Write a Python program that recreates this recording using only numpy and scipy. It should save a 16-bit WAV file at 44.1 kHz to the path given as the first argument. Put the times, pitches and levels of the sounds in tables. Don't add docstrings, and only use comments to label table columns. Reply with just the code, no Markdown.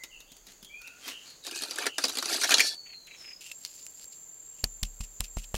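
import sys
import numpy as np
from scipy import signal
from scipy.fft import rfft, irfft, next_fast_len
from scipy.io import wavfile
from scipy.ndimage import map_coordinates

SR = 44100
rng = np.random.default_rng(int(sys.argv[2]) if len(sys.argv) > 2 else 0)


def digitize_waveform(pressure):
    field = np.atleast_2d(pressure).T
    bounded = np.clip(field, -1, 1)
    quanta = np.round(bounded * 32767).astype(np.int16)
    wavfile.write(sys.argv[1], SR, quanta)


N = 245624
T = np.arange(N) / SR
BRIEF = np.arange(SR // 4) / SR
CLOSE_S = 3.408
LIFT_S = 2.4

# frequency in Hz, relative spectral density in dB.
LEAF_SPECTRUM = [(40, 2), (105, -1.5), (150, 4), (220, 0), (450, 2), (1100, -4.5), (2200, -7), (4000, -8),
                 (4700, -3), (5400, -16.5), (9000, -12.5), (15500, -9)]
CHORUS_SPECTRUM = [(5200, -24), (6000, -7), (6500, 2.5), (7200, 1), (7900, -10), (9000, -33.5)]
HISS_SPECTRUM = [(3000, -62), (5500, -68), (6900, 29), (7600, 36), (8200, -14), (11500, 9), (12400, 8),
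                 (12800, 28.5), (13100, 18), (15500, 8)]
CRACK_SPECTRUM = [(500, -29.5), (900, -6), (1700, -2), (3000, 6), (4600, 7), (7000, 3), (10000, -33)]
THUD_SPECTRUM = [(120, -39.5), (190, -29), (260, 1), (500, -1.5), (800, -4.5), (1400, -7), (3000, -34)]
EDGE_SPECTRUM = [(4000, -6.5), (7500, 2), (10000, 1), (16000, -17)]
CHIP_SPECTRUM = [(4000, -13.5), (7500, -0.5), (11500, 2), (16000, -6)]
RUB_SPECTRUM = [(100, -58), (250, 5.5), (900, -3.5), (1800, 3), (4500, 3.5), (8000, -2), (15000, -13)]
GRIND_SPECTRUM = [(88, -58.5), (150, -15), (331, 13), (485, 3.5), (764, 8.5), (1070, 0), (1300, 8.5),
                  (1690, 11), (2010, 0), (2550, 9.5), (2780, 1.5), (3410, 5.5), (5000, -15), (6500, -50.5),
                  (11000, -120)]
GRIT_SPECTRUM = [(1650, -25), (2800, 1), (3380, -14.5), (3670, -1), (4770, 5), (5440, -8), (5930, -1.5),
                 (11400, -11), (14400, -22), (16000, -29.5)]
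MUD_SPECTRUM = [(200, -33), (1500, -5), (2800, 9.5), (3500, 6.5), (4700, 10.5), (7000, 8.5), (15000, -2.5)]
SLAP_SPECTRUM = [(200, 4), (400, -1.5), (780, -4), (1400, -8.5), (2600, -8)]

# time in seconds, level in dB.
RUMBLE_LEVELS = [(0, -69), (.75, -63), (.9, -79), (2, -80), (4.5, -76), (5.57, -72)]
# start and length in seconds, held pitch in Hz,
# scoop as a share of pitch, level in dB, tremor as a share of pitch.
BIRD_WHISTLES = [(-.03, 0.064, 2077, -0.0079, -52.5, 0.026), (0.098, 0.0706, 2720, .14, -53, 0.03),
                 (0.259, 0.069, 3310, -0.043, -63.5, 0.046), (0.607, 0.092, 3135, 0.16, -57.5, 0.034),
                 (0.687, 0.1, 2490, -0.15, -48.5, .018), (.83, 0.042, 2637, -.05, -49, 0.028),
                 (1.017, 0.061, 3150, 0.082, -53, 0.024), (1.061, .11, 3016, -.16, -49, 0.0504),
                 (1.243, 0.0575, 4050, 0.119, -54.5, .09), (1.414, .066, 3590, 0.15, -55.5, .03),
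                 (1.499, .087, 2560, -0.11, -49, 0.041), (1.824, 0.13, 2810, .14, -50, 0.062)]
# start and length in seconds, first pitch in Hz, sag in Hz/s, level in dB.
SAGGING_NOTES = [(2.722, 0.094, 4536, 1640, -47.5), (2.84, 0.054, 4527, 3000, -54),
                 (2.906, 0.052, 4350, 6500, -50.5), (2.981, 0.18, 4250, 2594, -60),
                 (3.155, .085, 5570, 6970, -52.5), (3.225, 0.11, 5116, 396, -50)]
# first peak in seconds, level in dB.
CHATTER_BURSTS = [(2.869, -50.5), (3.081, -49.5), (3.249, -49.5)]
# start in seconds, level in dB, main ring in Hz.
WALL_TAPS = [(0.0357, -23.5, 3880), (0.203, -35.5, 6800), (0.3177, -36.5, 6900), (0.3656, -39.5, 4640),
             (0.4676, -35.5, 4630), (0.518, -41, 6840), (0.627, -35.5, 3240), (0.6464, -34.5, 3500),
             (0.8157, -36, 4440), (0.8738, -33.5, 2500), (1.0785, -22, 2700), (1.3012, -41, 3430),
             (3.068, -41, 4070)]
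# start in seconds, level in dB.
PALM_BUMPS = [(0.317, -52.5), (0.476, -55), (0.628, -55.5), (1.272, -62)]
# peak time, rise and fall in seconds, level in dB.
HAND_RUBS = [(.49, 0.021, 0.049, -54), (.86, 0.025, 0.12, -61.5), (1.09, 0.032, 0.026, -37.5),
             (1.275, 0.083, 0.083, -53.5), (3.22, 0.074, 0.1, -55.5)]
# start in seconds, level in dB, main ring in Hz.
PILE_CLACKS = [(1.467, -27.5, 5370), (1.511, -29, 2923), (1.558, -30, 2728), (1.620, -24, 4070),
               (1.6347, -24, 4460), (1.709, -24.5, 4670), (1.758, -28, 4760), (1.7845, -22.5, 1680),
               (1.857, -24.5, 2230), (1.8655, -14, 1710), (1.982, -15.5, 1460), (2.039, -11.5, 4900),
               (2.0513, -19, 4640), (2.082, -25.5, 3880), (2.0937, -22.5, 4150), (2.153, -27, 4700),
               (2.171, -21.5, 4350), (2.1845, -19, 4100), (2.225, -22, 1269), (2.256, -22, 5930),
               (2.342, -22, 4770), (2.413, -17, 4360), (2.4344, -15.5, 5630), (2.442, -15.5, 1709),
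               (2.492, -17.5, 1460), (2.5072, -13, 2570), (2.5182, -9, 1710), (2.5402, -6.5, 4020),
               (2.5698, -22, 3950), (2.5815, -12, 4700), (2.5954, -14, 1990), (2.603, -8, 2300)]
# time in seconds, relative levels of grinding and of grit in dB.
PILE_SEARCH = [(1.435, -62, -51), (1.465, -47, -38), (1.51, -48.5, -51), (1.565, -47, -36),
               (1.65, -47.5, -43), (1.755, -44.5, -45.5), (1.835, -35, -36.5), (1.87, -32.5, -53.5),
               (1.9, -61, -70)]
PILE_DRAG = [(1.975, -69, -55), (1.995, -46.5, -39.5), (2.21, -50, -43), (2.32, -33, -30),
             (2.405, -39.5, -34), (2.44, -30, -29.5), (2.463, -40.5, -38.5), (2.515, -25, -26),
             (2.56, -34.5, -42.5), (2.67, -44, -29.5), (2.756, -57, -50)]
# frequency in Hz, relative level in dB, t60 in seconds.
SHARD_MODES = [(1760, -8, .4), (2400, -3, .2), (3420, -3, .9), (4110, -6, .7), (4330, 0, .6),
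               (4540, -5, .6), (4740, -6, .7), (5470, -1, .5), (5875, 0, .45), (6920, -3, .5),
               (7610, -9, .4), (8660, -3, .35), (9280, -10, .3), (14100, -20, .3)]
# start in seconds, level in dB.
SHARD_STRIKES = [(2.435, -44), (2.542, -37), (2.604, -32)]
# peak time, rise and fall in seconds, level in dB, cavity pitch in Hz.
MUD_SQUEEZES = [(3.409, .001, 0.021, -48.5, 2800), (3.472, 0.022, 0.021, -48, 2700),
                (3.653, 0.009, 0.019, -48.5, 4370), (3.79, 0.16, 0.071, -57, 4680),
                (4.028, 0.037, 0.016, -54.5, 4680), (4.124, 0.0075, .03, -57.5, 4500),
                (4.593, 0.042, 0.034, -62.5, 2850), (5.445, 0.0081, 0.0037, -43.5, 2870)]
# start in seconds, level in dB, pitch in Hz, t60 in seconds.
POCKET_SNAPS = [(3.4632, -40, 2870, 0.022), (3.4994, -43.5, 2660, .016), (3.5154, -29.5, 2660, 0.027),
                (3.650, -23, 4590, 0.00784), (3.661, -33, 4390, .009), (3.8661, -22, 7470, 0.0031),
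                (3.9968, -32.5, 7000, 0.0014), (4.043, -31, 4770, 0.0061), (4.6411, -13.5, 4540, 0.015),
                (4.8311, -19, 4400, 0.0063), (4.835, -19.5, 3600, 0.0047), (5.2062, -13.5, 8400, 0.0051),
                (5.2063, -19, 6330, 0.0031), (5.2066, -19.5, 3330, 0.0045), (5.543, -29.5, 2940, 0.0076),
                (5.5522, -23.5, 3190, 0.0072)]
# time in seconds, thump level in dB, slap delay in seconds,
# slap level in dB, peel delay in seconds, peel level in dB.
FIST_BLOWS = [(4.639, -28, .0016, -17, 0.011, -63.5), (4.8295, -25, .003, -29.5, 0.016, -49),
              (5.0061, -28, .0023, -32.5, 0.031, -49.5), (5.2041, -28, 0.0067, -29, .038, -43),
              (5.3695, -26, .002, -22, 0.0177, -44.5), (5.5433, -28, .0008, -13.5, .021, -39)]
# frequency in Hz, relative level in dB, t60 in seconds.
WALL_MODES = [(37.1, -11, 0.59), (42.4, -0.5, 0.14), (74, -11.5, 0.13), (138, -9, 0.11)]

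RAKE_START_S, RAKE_END_S = PILE_SEARCH[0][0], PILE_DRAG[-1][0]


def amp(db):
    return 10 ** (np.asarray(db) / 20)


def unit(x):
    return x / np.sqrt(np.mean(x ** 2) + 1e-20)


def curves(rows):
    times, *columns = np.transpose(rows)
    return [np.interp(T, times, column) for column in columns]


def wobble(rate):
    return map_coordinates(rng.standard_normal(int(N * rate / SR) + 4), [T * rate])


def colour(x, points):
    size = next_fast_len(len(x) + 2048)
    bins = np.fft.rfftfreq(size, 1 / SR)
    hz, db = np.transpose(points)
    hz, db = np.r_[hz[0] / 2, hz, hz[-1] * 2], np.r_[db[0] - 40, db, db[-1] - 40]
    gain = amp(np.interp(np.log(bins + 1), np.log(hz), db))
    return unit(irfft(rfft(x, size) * gain, size)[:len(x)])


def noise(points, size=N):
    return colour(rng.standard_normal(size), points)


def band(hz, width_hz, size=N):
    detuning = (np.fft.rfftfreq(size, 1 / SR) - hz) / width_hz
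    return unit(irfft(rfft(rng.standard_normal(size)) / (1 + detuning ** 2), size))


def grains(points, rate, spread_db):
    impulses = (rng.random(N) < rate / SR) * rng.choice([-1, 1], N)
    sizes = amp(spread_db * np.clip(rng.standard_normal(N), -2, 2))
    return colour(impulses * sizes, points)


def fade(t60):
    return 1000. ** (-BRIEF / t60)


def mode(hz, t60):
    return np.sin(2 * np.pi * hz * BRIEF) * fade(t60)


def add(track, s, sound):
    start = round(s * SR)
    part = sound[max(-start, 0):max(N - start, 0)]
    track[max(start, 0):][:len(part)] += part


def echo(x, t60, wet_db):
    t = np.arange(SR) / SR
    tail = rng.standard_normal(SR) * 1000. ** (-t / t60) * (t > .004)
    return x + amp(wet_db) * signal.fftconvolve(x, tail / np.linalg.norm(tail))[:N]


def strokes(rows):
    return sum(amp(db) * np.exp(-np.maximum((s - T) / rise, (T - s) / fall))
               for s, rise, fall, db in rows)


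def air():
    rumble_db, = curves(RUMBLE_LEVELS)
    leaves = amp(-63.5) * noise(LEAF_SPECTRUM)
    return leaves + amp(rumble_db) * noise([(22, -6), (37, 0), (52, -14), (80, -36)])


def narrowband(hz, rate):
    modulation = wobble(rate) + 1j * wobble(rate)
    carrier = np.exp(2j * np.pi * np.cumsum(hz * np.ones(N)) / SR)
    return unit(np.real(modulation * carrier))


def cicadas():
    cycle_s, throbs_per_s = .457, 6.75
    swing = np.cos(2 * np.pi * (T - 4.507) / cycle_s)
    buzz = amp(-51.5 + 1.1 * swing) * narrowband(7375 + 70 * swing, rate=140)
    low_note = amp(-52.5) * narrowband(7240, rate=30) * np.maximum(-swing, 0)
    turn = (throbs_per_s * (T - 4.275) + .5) % 1 - .5
    throb = amp(-63 + 7 * np.cos(2 * np.pi * turn)) * narrowband(7030 - 700 * turn, rate=350)
    near = buzz + low_note + throb + amp(-59) * noise(HISS_SPECTRUM)
    chorus = amp(-60 + 1.7 * wobble(15)) * noise(CHORUS_SPECTRUM)
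    low_drone = amp(-71.5) * band(4600, 169)
    return chorus + np.where(T > CLOSE_S, near, low_drone)


def bird_note(length, pitch, tremor):
    t = np.arange(int(length * SR)) / SR
    hz = pitch(t) * (1 + tremor * wobble(350)[:len(t)])
    return np.sin(np.pi * t / length) * np.sin(2 * np.pi * np.cumsum(hz) / SR)


def birds():
    song = np.zeros(N)
    for s, length, hz, scoop, db, tremor in BIRD_WHISTLES:
        glide = lambda t: hz * (1 + scoop * np.exp(-t / (.3 * length)))
        add(song, s, amp(db) * bird_note(length, glide, tremor))
    for s, length, hz, sag, db in SAGGING_NOTES:
        add(song, s, amp(db) * bird_note(length, lambda t: hz - sag * t, tremor=.0091))
    for k in range(3):
        add(song, .8 + k * .064, amp(-58) * bird_note(.02, lambda t: 1463, tremor=.03))
    bursts = sum(amp(db) * np.exp(-((T - s - k * .033) / .0087) ** 2)
                 for s, db in CHATTER_BURSTS for k in range(3))
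    chatter = bursts * band(2490, 430)
    return (echo(song, t60=.43, wet_db=8) + echo(chatter, t60=.11, wet_db=-6.5)) * (T < CLOSE_S)


def facets(depth_db):
    hz = np.linspace(300, 16000, 48)
    return np.c_[hz, depth_db * np.clip(rng.standard_normal(len(hz)), -1.5, 1.5)]


def knocks(rows, t60, edge_spectrum, ring_db, crack_db, thud_db, edge_db, ring_width_hz, attack_s):
    out, size = np.zeros(N), len(BRIEF)
    onset = 1 - np.exp(-BRIEF / attack_s)
    for s, db, hz in rows:
        shape = facets(depth_db=5)
        ring = amp(ring_db) * band(hz, ring_width_hz, size)
        crack = amp(crack_db) * colour(noise(CRACK_SPECTRUM, size), shape)
        dulling_db = .34 * (db + 20.5)
        edge = amp(edge_db - dulling_db) * colour(noise(edge_spectrum, size), shape) * fade(.49 * t60)
        thud = amp(thud_db(s)) * noise(THUD_SPECTRUM, size) * fade(1.82 * t60)
        add(out, s, amp(db) * ((ring + crack) * fade(t60) + edge + thud) * onset)
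    return out


def wall_work():
    taps = knocks(WALL_TAPS, t60=.045, edge_spectrum=CHIP_SPECTRUM, ring_db=-18, crack_db=-9.5,
                  thud_db=lambda s: -26.5, edge_db=-12, ring_width_hz=260, attack_s=.0011)
    for s, db in PALM_BUMPS:
        add(taps, s, amp(db) * band(193, 42, len(BRIEF)) * fade(.085))
    return taps + strokes(HAND_RUBS) * grains(RUB_SPECTRUM, rate=12000, spread_db=8)


def chinks(points, low_hz, high_hz, t60, spread_db, count):
    when, pitch, phase = rng.random((count, 3)).T[:, :, None]
    sizes = amp(spread_db * np.clip(rng.standard_normal((count, 1)), -2, 1.7))
    t = BRIEF[:700]
    hz = low_hz + pitch * (high_hz - low_hz)
    rings = sizes * np.sin(2 * np.pi * (hz * t + phase)) * 1000. ** (-t / t60)
    span_s = RAKE_END_S - RAKE_START_S
    index = ((RAKE_START_S + when * span_s) * SR).astype(int) + np.arange(len(t))
    summed = np.bincount(index.ravel(), rings.ravel(), N)
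    return colour(summed, points) * np.sqrt(span_s * SR / N)


def pile():
    grind_db, grit_db = curves(PILE_SEARCH + PILE_DRAG)
    contact = (T > RAKE_START_S) & (T < RAKE_END_S)
    catch = amp(.98 * wobble(70))
    corners = chinks(GRIND_SPECTRUM, low_hz=200, high_hz=4800, t60=.022, spread_db=5.5, count=1700)
    edges = chinks(GRIT_SPECTRUM, low_hz=3000, high_hz=15500, t60=.012, spread_db=6, count=3400)
    sand = grains(GRIT_SPECTRUM, rate=9000, spread_db=6)
    scrape = amp(grind_db - 2) * corners + amp(grit_db - 5) * unit(edges + .48 * sand)
    ground_db = lambda s: -17.5 if s < LIFT_S else -25
    clacks = knocks(PILE_CLACKS, t60=.046, edge_spectrum=EDGE_SPECTRUM, ring_db=-7.5, crack_db=-7.5,
                    thud_db=ground_db, edge_db=-5.5, ring_width_hz=220, attack_s=.00081)
    no_bass = signal.butter(2, 150, "highpass", fs=SR)
    return signal.lfilter(*no_bass, contact * catch * scrape + clacks)


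def shard():
    out = np.zeros(N)
    for s, db in SHARD_STRIKES:
        for hz, mode_db, t60 in SHARD_MODES:
            drift = np.cumsum(rng.normal(0, .03, len(BRIEF)))
            phase = 2 * np.pi * hz * BRIEF + drift + rng.uniform(0, 2 * np.pi)
            add(out, s, amp(db + mode_db + rng.normal(0, 2.9)) * np.sin(phase) * fade(t60))
    return out * np.interp(T, [2.735, 2.755], [1, 0])


def mud():
    out = np.zeros(N)
    crackle = unit(grains(MUD_SPECTRUM, rate=2500, spread_db=8.5) + .57 * noise(MUD_SPECTRUM))
    hollow = lambda hz: unit(signal.lfilter(*signal.iirpeak(hz, Q=8, fs=SR), crackle))
    for s, rise, fall, db, hz in MUD_SQUEEZES:
        out += strokes([(s, rise, fall, db)]) * (crackle + amp(-4) * hollow(hz))
    dent = crackle + amp(-12.5) * hollow(2650)
    for s, *_, peel_delay, peel_db in FIST_BLOWS:
        squelch = (s, .0012, .011, -42.5)
        peel = (s + peel_delay, .004, .015, peel_db)
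        out += dent * strokes([squelch, peel])
    for s, db, hz, t60 in POCKET_SNAPS:
        tear = amp(-4.5) * noise(MUD_SPECTRUM, len(BRIEF)) * fade(1.09 * t60)
        tick = amp(-8) * noise(EDGE_SPECTRUM, len(BRIEF)) * fade(.0027)
        add(out, s, amp(db) * (mode(hz, t60) + tear + tick))
    sand = grains([(4000, -10), (9000, 0), (15500, -2)], rate=200, spread_db=5)
    sand_db = np.interp(T, [3.4, 3.85, 4.3, 5.5], [-70, -60, -72, -67.5])
    return out + sand * amp(sand_db) * (T > CLOSE_S)


def fist():
    pushes, slaps = np.zeros(N), np.zeros(N)
    for s, db, slap_delay, slap_db, *_ in FIST_BLOWS:
        push = np.exp(-.5 * ((T - s + .00014) / .0014) ** 2)
        pushes += amp(db) * push / push.sum()
        slap_hz = 530 * 2 ** (-(slap_db + 11.5) / 17.5)
        slap = mode(slap_hz, t60=.0038) + .089 * noise(SLAP_SPECTRUM, len(BRIEF)) * fade(.065)
        add(slaps, s + slap_delay - .0005, amp(slap_db) * slap)
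        plaster_coat = mode(208, t60=.134) + .41 * mode(290, t60=.025)
        add(slaps, s, amp(db - 18) * plaster_coat)
    sway = sum(amp(db) * np.cos(2 * np.pi * hz * T) * 1000. ** (-T / t60) for hz, db, t60 in WALL_MODES)
    return signal.fftconvolve(pushes, sway)[:N] + slaps


def scene():
    yard = echo(pile() + shard() + wall_work(), t60=.088, wet_db=-10)
    return (yard + mud() + fist() + birds() + cicadas() + air())[None]


def record(dry):
    size = next_fast_len(N + 4096)
    passband = np.fft.rfftfreq(size, 1 / SR) < 15900
    return irfft(rfft(dry, size) * passband, size)[:, :N]


dry = scene()
out = record(dry)
digitize_waveform(out)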